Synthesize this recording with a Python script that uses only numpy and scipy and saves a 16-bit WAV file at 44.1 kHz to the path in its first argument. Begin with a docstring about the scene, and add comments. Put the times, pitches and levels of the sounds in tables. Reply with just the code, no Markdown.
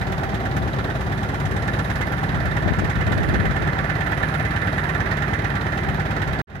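"""A tractor diesel idles outdoors, heard from the driver's seat by a hand-held pair of microphones.
Throughout, crank-locked tones thump, contacts ring the block, gear tones whine and an insect clicks in noise.
From half a second bright pings and gusts come and go; from 1 s the hand turns the right port to the engine.
Around 2.6 to 3.6 s wind pops burst on the ports, pointed pushes that ring on; a weaker gust returns near 5.9 s.
At 6.4 s the sound is cut, then fades part of the way back in."""
import sys
import numpy as np
from scipy import signal
from scipy.io import wavfile
from scipy.ndimage import uniform_filter1d

SR = 44100
rng = np.random.default_rng(int(sys.argv[2]) if len(sys.argv) > 2 else 0)


def dump(signal):
    """Clip the signal to [-1, 1] and save it as 16-bit WAV at the path in sys.argv[1]."""
    limited = np.clip(np.atleast_2d(signal).T, -1, 1)
    pcm = np.round(limited * 32767).astype(np.int16)
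    wavfile.write(sys.argv[1], SR, pcm)


N = 291060

# gusts that catch one port: start_s, hold_s, port (0 left, 1 right), buffet_db, flutter_db
GUST_ROWS = [(0.57, 0.096, 0, -25, -34), (1.475, 0.067, 0, -25, -57), (2.334, 0.16, 0, -25.5, -40),
             (2.655, 0.068, 0, -25, -34), (2.806, 0.04, 0, -25, -33), (2.847, 0.018, 1, -22.5, -40),
             (2.989, 0.016, 1, -20.5, -36), (2.973, 0.031, 0, -22, -44), (3.08, 0.043, 0, -19, -31),
             (3.082, 0.0088, 1, -23, -23), (3.16, 0.21, 1, -21, -26), (3.175, 0.032, 0, -19, -39),
             (3.308, 0.2, 0, -20, -38), (3.435, 0.018, 1, -22, -23.5), (3.585, 0.07, 1, -27, -30.5),
             (3.62, 0.079, 0, -30, -45), (5.89, 0.031, 0, -25, -45), (6.28, 0.032, 0, -28, -50)]
BRIGHT_ABOVE_HZ = 3000  # thin parts: they answer hard firings and vary more in pitch


def from_db(db):
    """Decibels to gain."""
    return 10 ** (np.asarray(db) / 20)


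def rms_one(x):
    """Each channel scaled to rms 1."""
    return x / np.sqrt(np.mean(x ** 2, axis=-1, keepdims=True) + 1e-20)


def in_time(rows):
    """Columns of a curve whose first column is seconds, read sample by sample."""
    s, *columns = np.transpose(rows)
    return [np.interp(np.arange(N) / SR, s, column) for column in columns]


def at_hz(points, hz):
    """A spectrum read on a log-frequency axis."""
    point_hz, values = np.transpose(points)
    return np.interp(np.log(hz), np.log(point_hz), values)


def drift(rate_hz):
    """Slow chance of spread 1: noise through a two-pole low-pass, computed every 40 samples."""
    r = np.exp(-2 * np.pi * rate_hz * 40 / SR)
    noise = rng.standard_normal(N // 40 + 2002)
    slow = signal.lfilter([1], [1, -2 * r, r * r], noise)[2000:]  # drop the settling
    return np.interp(np.arange(N) / 40, np.arange(len(slow)), rms_one(slow))


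def resonance(x, hz, width_hz):
    """One two-pole resonance."""
    r = np.exp(-np.pi * width_hz / SR)
    return signal.lfilter([1, 0, -1], [1, -2 * r * np.cos(2 * np.pi * hz / SR), r * r], x)


def crank():
    """Crank turns made at every sample: the running sum of its speed."""
    # crankshaft speed: start_s, speed_turns_per_s
    speed = [(0, 18.116), (.7, 18.091), (1.4, 17.892), (2.7, 18.069), (4.1, 18.031), (4.7, 18.135),
             (6.6, 18.002)]
    start_turn = -.413
    return start_turn + np.cumsum(in_time(speed)[0]) / SR


def exhaust(turns, wobble_db, wobble_rad):
    """Whole multiples dip once a turn, every fourth late; halves, from unequal cylinders, once a cycle."""
    # exhaust tones: multiple of crank speed, level_db (rms, before boom and wobble)
    tones = [(2.0, -70.0), (2.5, -57.0), (3.0, -35.0), (3.5, -50.0), (4.0, -35.5), (4.5, -50.0),
             (5.0, -34.5), (5.5, -41.0), (6.0, -34.5), (6.5, -55.0), (7.0, -38.0), (7.5, -40.0),
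             (8.0, -40.0), (8.5, -36.0), (9.0, -44.0), (9.5, -49.0), (10.0, -42.0), (10.5, -42.0),
             (11.0, -44.0), (11.5, -47.0), (12.0, -47.0)]
    # the bonnet booms on one half multiple as the hand turns: start_s, boom_db over its exhaust row
    boom = [(0, -19), (2.0, -8), (2.4, 4.5), (3.0, 0), (4.2, 3), (5.6, -1.5), (6.0, 6), (6.42, 5),
            (6.47, -10), (6.6, -8)]
    boom_multiple = 8.5
    boom_db, = in_time(boom)
    out = np.zeros(N)
    for multiple, level_db in tones:
        if multiple % 1:
            dip_turn = 1.77
        elif multiple % 4:
            dip_turn = .96
        else:
            dip_turn = .995
        phase = 2 * np.pi * multiple * (turns - dip_turn)
        phase = phase + wobble_rad * np.sqrt(multiple) * drift(1.85)
        tone_db = level_db + boom_db * (multiple == boom_multiple) + wobble_db * drift(3.1)
        out -= np.sqrt(2) * from_db(tone_db) * np.cos(phase)
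    return out


def harder(at, hz):
    """Extra dB for bright contacts that fall on a firing harder or softer than usual."""
    # marked firings: start_s, tick_peak_db (only its distance from the usual tick counts)
    firings = [(0.5661, -38.5), (1.6247, -39), (1.6781, -39), (1.736, -37), (1.7903, -39.5),
               (1.8472, -39.5), (1.9589, -38), (2.0143, -37.5), (2.1211, -40), (2.8464, -39), (3.1218, -38),
               (3.3428, -39), (3.6735, -41.5), (4.1165, -39.5), (4.559, -40.5), (4.8918, -39),
               (5.1123, -39.5), (5.9983, -40), (6.332, -39.5)]
    usual_tick_db, reach_s = -40, .014
    s, peak_db = np.transpose(firings)
    near = np.abs(np.asarray(at)[..., None] / SR - s) < reach_s
    return (near * (peak_db - usual_tick_db)).sum(axis=-1) * (hz > BRIGHT_ABOVE_HZ)


def strokes(turns, attack_s, decay_s, treble_shortening):
    """Returns the loudness envelope, for any pitch, of contacts repeated every two-turn cycle."""
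    # contacts: turn in the cycle, centre_hz, reach_octaves, force_db before smoothing and scatter
    contacts = [(0.806, 9300, 1.95, 11.5), (1.765, 13500, 2.32, 14), (1.33, 4200, 0.89, 3.5),
                (0.597, 350, 1.38, 7), (1.274, 250, 1.16, 6), (1.443, 580, 1.02, 6.5),
                (0.8, 15000, 0.3, 10), (0.75, 4100, 0.2, 7), (1.83, 2570, 0.47, 8), (0.087, 9300, 1.15, 2),
                (2.07, 230, 0.27, 5)]
    scatter_db, band_scatter_db, jitter_turns = 0.8, 1.8, .014
    turn, centre_hz, reach, level_db = np.transpose(contacts)
    cycles = 2 * np.arange(-1, turns[-1] // 2 + 1)[:, None]
    jitter = jitter_turns * rng.standard_normal((len(cycles), len(turn)))
    at = np.searchsorted(turns, cycles + turn + jitter)
    inside = (at > 0) & (at < N)
    force_db = level_db + harder(at, centre_hz) + scatter_db * rng.standard_normal(at.shape)

    def envelope(hz):
        """Contact power smoothed by an attack and a decay, over a steady floor."""
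        # thin parts die sooner: times hold at 2 kHz and shorten with pitch
        times_s = np.array([attack_s, decay_s]) * (hz / 2000) ** -treble_shortening
        rise, fall = np.exp(-1 / (times_s * SR))
        share = np.exp(-.5 * (np.log2(hz / centre_hz) / reach) ** 2)
        band_db = force_db + band_scatter_db * rng.standard_normal(at.shape)
        power = share * from_db(band_db) ** 2
        clicks = np.full(N, 1e-12)
        np.add.at(clicks, at[inside], power[inside])
        smooth = signal.lfilter([1 - rise], np.convolve([1, -rise], [1, -fall]), clicks)
        return rms_one(np.sqrt(1 + smooth))
    return envelope


def facing(hz, facing_db):
    """Gain at the right port as the hand turns: the middle pitches change most."""
    return from_db(facing_db * np.exp(-.5 * (np.log2(hz / 1800) / 0.63) ** 2))


def grit(per_s, spread_db):
    """Dense small impacts of uneven size, two unrelated streams."""
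    uneven_db = spread_db * np.minimum(rng.exponential(1, (2, N)), 4)
    sizes = from_db(uneven_db) * rng.choice([-1, 1], (2, N))
    return rms_one(sizes * (rng.random((2, N)) < per_s / SR))


def clatter(envelope, facing_db, patchy_db):
    """Third-octave bands of impacts, each swelling with the contacts that reach it."""
    # clatter at the left port: pitch_hz, density_db (per Hz, before the overall level)
    left_colour = [(45, -9.5), (150, -0.5), (210, -8), (280, -9), (500, -15.5), (800, -14), (1150, -19),
                   (1750, -20), (2300, -27), (3600, -33.5), (5500, -46.5), (8800, -61.5), (10500, -56),
                   (12000, -56), (15500, -59)]
    # clatter at the right port: pitch_hz, density_db (per Hz, before facing and the overall level)
    right_colour = [(45, -12), (150, -2), (210, -7.5), (280, -7.5), (500, -14), (800, -11), (1150, -14.5),
                    (1750, -8), (2300, -19.5), (3600, -29), (5500, -36), (8800, -56), (10500, -41),
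                    (12000, -46.5), (15500, -52)]
    # how alike the ports hear it: pitch_hz, correlation (0 to 1)
    likeness = [(60, 1), (180, 0.93), (550, 0.76), (1200, 0.57), (2200, 0.087), (4000, 0.17), (15000, .05)]
    overall_db = -48
    out = np.zeros((2, N))
    edges = 40 * 2 ** np.arange(0, 9.1, 1 / 3)
    # neighbouring bands take unrelated streams
    streams = [grit(per_s=12000, spread_db=3.5), grit(per_s=12000, spread_db=4.5)]
    for k, (low, high) in enumerate(zip(edges, edges[1:])):
        hz = np.sqrt(low * high)
        shaken = envelope(hz) * from_db(patchy_db * drift(6.9)) * streams[k % 2]
        band = signal.butter(3, [low, high], "band", fs=SR, output="sos")
        mid, side = signal.sosfilt(band, shaken)
        alike = np.clip(at_hz(likeness, hz), -1, 1)
        common, apart = np.sqrt(1 + alike) * mid, np.sqrt(1 - alike) * side
        out[0] += from_db(at_hz(left_colour, hz)) * (common + apart)
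        out[1] += from_db(at_hz(right_colour, hz)) * facing(hz, facing_db) * (common - apart)
    return from_db(overall_db) * np.sqrt(SR / 4) * out


def block(envelope, facing_db, shared):
    """The same contacts knock the castings, which ring on; both ports hear part of the same ring."""
    # block and bonnet resonances: pitch_hz, width_hz, left_db, right_db (rms, right before facing)
    castings = [(652, 86, -40.5, -41), (795, 20, -57, -48), (1040, 130, -64, -70), (1165, 13.5, -49, -43),
                (1390.6, 37, -47, -36.5), (1516, 92, -61, -36), (1747, 78, -65, -33.5),
                (1790, 37, -67, -50.5), (2046, 18, -51, -41), (3700, 400, -62, -47), (4900, 2900, -81, -50)]
    out = np.zeros((2, N))
    own, common = grit(per_s=4000, spread_db=1.0)
    left_blows = shared * common + np.sqrt(1 - min(shared, 1) ** 2) * own
    blows = np.array([left_blows, common])
    for hz, width_hz, left_db, right_db in castings:
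        ring = resonance(envelope(hz) ** 1.48 * blows, hz, width_hz)
        # a second, wider pass keeps the skirts steep
        left, right = rms_one(resonance(ring, hz, 3.7 * width_hz))
        out[0] += from_db(left_db) * left
        out[1] += from_db(right_db) * facing(hz, facing_db) * right
    return out


def knocks(turns, facing_db):
    """Single knocks swell and die within a few cycles of their pitch, a little different every time."""
    # knocks in each two-turn cycle, each with its own pitch and width; some pitches come twice:
    # turn, pitch_hz, width_hz, left_db, right_db (peaks, before scatter, hard firings and facing)
    knock_rows = [(1.7, 800, 80, -26, -27), (1.16, 1600, 200, -36, -28), (.9, 660, 110, -30, -29),
                  (1.03, 390, 70, -33, -34), (.06, 1750, 200, -40, -24), (1.07, 1750, 200, -43, -28),
                  (1.06, 1180, 150, -37, -35), (1.83, 2050, 200, -39, -30), (1.84, 1400, 200, -40, -34),
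                  (.14, 540, 90, -35, -34), (.86, 3900, 350, -42, -36), (1.85, 3300, 450, -42, -35),
                  (.875, 6500, 1500, -53, -43), (1.87, 7000, 1500, -51, -42), (.88, 12500, 2500, -59, -48),
                  (1.875, 12500, 2500, -56, -46)]
    scatter_db, jitter_turns = 1.6, .008
    out, t = np.zeros((2, N + 1500)), np.arange(1500) / SR
    for cycle in np.arange(0, turns[-1] - 2, 2):
        for turn, hz, width_hz, left_db, right_db in knock_rows:
            late, detune, force = rng.standard_normal(3)
            at = np.searchsorted(turns, cycle + turn + jitter_turns * late)
            age = np.pi * width_hz * t
            detune_spread = .09 if hz > BRIGHT_ABOVE_HZ else .02  # fraction of the pitch
            tone = np.sin(2 * np.pi * hz * (1 + detune_spread * detune) * t)
            ring = age * np.exp(1 - age) * tone
            ports = from_db([[left_db], [right_db]]) * [[1], [facing(hz, facing_db[at])]]
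            out[:, at:at + len(t)] += from_db(scatter_db * force + harder(at, hz)) * ports * ring
    return out[:, :N]


def whine(turns):
    """Two thin gear tones, each a whole number of teeth a crank turn."""
    # gear whines: start_s, low_db, high_db (rms, before drift)
    levels = [(0, -39.5, -41.5), (.55, -42.5, -34), (.75, -41, -54), (1.6, -40.5, -41), (3.1, -52, -51),
              (3.6, -55, -41.5), (5.0, -49.5, -46.5), (6.6, -43, -43)]
    out = np.zeros(N)
    for teeth, level_db in zip((21, 43), in_time(levels)):
        gain = np.sqrt(2) * from_db(level_db + 2.7 * drift(7.4))
        out += gain * np.sin(2 * np.pi * teeth * turns + 0.76 * drift(3.5))
    return out


def pings():
    """Loose thin metal ticks and rings for a moment, mostly at the right port."""
    # pings: start_s, peak_db (before attack and port gain), pitch_hz
    ticks = [(0.5676, -40, 11700), (1.6791, -40, 14000), (1.8462, -41, 11300), (1.9584, -44, 11700),
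             (2.0148, -42, 11400), (2.0697, -40, 11400), (2.1206, -36, 11700), (2.4573, -39, 11200),
             (3.2889, -43, 11600), (3.6735, -46, 13900), (4.1155, -38, 13000), (5.5024, -49, 11500),
             (5.9449, -41, 11200), (6.3305, -46, 11700)]
    t60_s, attack_s, port_db = .009, .00051, [[-11], [5]]
    out, t = np.zeros(N), np.arange(2000) / SR
    for s, level_db, hz in ticks:
        decay = from_db(level_db - 60 * t / t60_s)
        ring = decay * np.sin(2 * np.pi * hz * t) * np.minimum(t / attack_s, 1)
        start = round(s * SR)
        out[start:start + len(t)] += ring
    return from_db(port_db) * out


def pops():
    """Eddies burst on one port as pointed pushes with a slower dip after; the port rings on a little."""
    # wind pops: start_s (of the peak), peak_db (before ring and low cut), width_ms, port (0 left, 1 right)
    bursts = [(2.640, -13, .5, 0), (2.6615, -4, 1.1, 0), (2.677, -9, 0.4, 0), (2.680, -14, .4, 0),
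              (2.687, -8, .4, 0), (2.709, -5, 1.4, 0), (2.7215, -4.5, 0.8, 0), (2.781, -10, 1.2, 0),
              (2.811, -14, .6, 0), (2.822, -8, 0.5, 0), (2.8345, -9, 0.7, 0), (2.8375, -8, 0.9, 0),
              (2.844, -11, .6, 0), (3.116, -12, 0.72, 0), (3.167, -15, 0.98, 0), (3.208, -13, 1.4, 0),
              (3.232, -9.5, 1.1, 1), (3.284, -11.5, 1.2, 1), (3.356, -12, 0.61, 1), (3.415, -15, 1.1, 0),
              (3.447, -19, .9, 0), (3.495, -16, 1.1, 0), (3.608, -12, 1.6, 0)]
    ring_hz, ring_width_hz, ring_db = 655, 88, 5.5
    out, ms = np.zeros((2, N)), np.arange(N) / SR * 1000
    for s, peak_db, width_ms, port in bursts:
        u = (ms - s * 1000) / width_ms
        push = np.exp(-np.abs(u) ** 1.5)
        dip = .28 * np.exp(-((u - 3.0) / 1.8) ** 2)
        out[int(port)] += from_db(peak_db) * (push - dip)
    ring = np.pi * ring_width_hz / SR * resonance(out, ring_hz, ring_width_hz)
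    return out + from_db(ring_db) * ring


def gusts(breeze_db, peaks_db, edge_db_per_s):
    """Level at each port: a gust climbs out of the breeze, holds and sinks back."""
    level_db, t = np.array(breeze_db), np.arange(N) / SR
    for (s, hold_s, port, *_), peak_db in zip(GUST_ROWS, peaks_db):
        outside_s = np.maximum(np.maximum(s - t, t - s - hold_s), 0)
        side = int(port)
        level_db[side] = np.maximum(level_db[side], peak_db - edge_db_per_s * outside_s)
    return level_db


def buffeting(level_db, low_hz, high_hz, even_s):
    """Band noise, its own at each port, evened over a short time so that it follows each gust."""
    band = signal.butter(2, [low_hz, high_hz], "band", fs=SR, output="sos")
    air = signal.sosfilt(band, rng.standard_normal((2, N)))
    local_rms = np.sqrt(uniform_filter1d(air ** 2, size=int(even_s * SR), axis=1) + 1e-12)
    return from_db(level_db) * air / local_rms


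def wind():
    """Low buffeting, and a higher flutter on top of it."""
    # breeze under the gusts: start_s, left_db, right_db (buffeting before the low cut)
    breeze = [(0, -30, -36), (1.9, -35, -45), (2.4, -34, -28), (3.7, -32.5, -43), (4.5, -42, -63),
              (6.6, -63, -29)]
    flutter_under_db = -15.5  # breeze flutter relative to its buffeting
    breeze_db = np.array(in_time(breeze))
    *_, buffet_db, flutter_db = np.transpose(GUST_ROWS)
    buffet_level = gusts(breeze_db, buffet_db, edge_db_per_s=252)
    flutter_level = gusts(breeze_db + flutter_under_db, flutter_db, edge_db_per_s=700)
    low = buffeting(buffet_level, low_hz=49.0, high_hz=148, even_s=0.104)
    return low + buffeting(flutter_level, low_hz=162, high_hz=470, even_s=0.052)


def insect():
    """Runs of sharp noise clicks with short rests over a faint hiss, in a bright band; the song swells."""
    # an insect in the brush: start_s, level_db at the right port
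    song = [(0, -66), (.9, -60), (1.5, -57), (2.0, -56), (2.4, -59), (2.9, -62), (3.3, -56.5), (3.7, -62),
            (4.3, -54.5), (4.8, -55), (5.2, -62), (5.5, -59), (5.9, -61), (6.6, -74)]
    pitch_hz, width_hz, left_db = 10450, 1900, -15.5  # left relative to right
    throbs_per_s, slots_a_throb, clicks_a_throb = 38.4, 7, 4
    click_s, scatter_db, between_db = .0007, 2.0, -13
    slots_per_s = slots_a_throb * throbs_per_s
    slots = slots_per_s * np.arange(N) / SR - .4 + .15 * drift(1.2)
    slot = np.floor(slots).astype(int)
    sizes = from_db(scatter_db * rng.standard_normal(slot.max() + 2))[slot]
    sizes = sizes * (slot % slots_a_throb < clicks_a_throb)
    age_s = (slots - slot) / slots_per_s
    strength = sizes * np.exp(-age_s / click_s) + from_db(between_db)
    clicks = strength * rng.standard_normal((2, N))
    band = resonance(resonance(clicks, pitch_hz, width_hz), pitch_hz, width_hz)
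    return from_db(in_time(song)[0] + np.array([[left_db], [0]])) * rms_one(band)


def scene():
    """Engine, insect and wind at the two ports; engine sound reaches the right port a little later."""
    # the hand: start_s, facing_db (right port toward the engine)
    hand = [(0, -3.5), (1.0, -3.5), (2.4, 0.5), (3.4, 2.5), (5.2, 3), (5.7, 1.5), (6.6, 0)]
    right_lag_samples = 12
    turns = crank()
    facing_db, = in_time(hand)
    envelope = strokes(turns, attack_s=0.0072, decay_s=0.0045, treble_shortening=0.092)
    rattle = clatter(envelope, facing_db, patchy_db=0.07)
    rattle = rattle + block(envelope, facing_db, shared=0.32) + knocks(turns, facing_db)
    # small ports pass little deep rumble
    rumble_cut = signal.butter(3, 50, "high", fs=SR, output="sos")
    tones = exhaust(turns, wobble_db=0.47, wobble_rad=0.11) + whine(turns)
    engine = tones + signal.sosfilt(rumble_cut, rattle)
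    engine[1] = np.roll(engine[1], right_lag_samples)
    return engine + insect() + pings() + signal.sosfilt(rumble_cut, wind() + pops())


def record(dry):
    """Silence after the cut, a partial fade-in, and a steep low-pass that removes the top treble."""
    cut_s, fade_from_s, fade_gain_per_s, fade_curve = 6.417, 6.471, 1.36, 0.59
    cutoff_hz = 15740
    t = np.arange(N) / SR
    fade = np.clip(fade_gain_per_s * (t - fade_from_s), 0, 1) ** fade_curve
    gain = np.where(t < cut_s, 1, fade)
    steep = signal.ellip(12, .5, 60, cutoff_hz, fs=SR, output="sos")
    return signal.sosfilt(steep, dry * gain)


dry = scene()
out = record(dry)
dump(out)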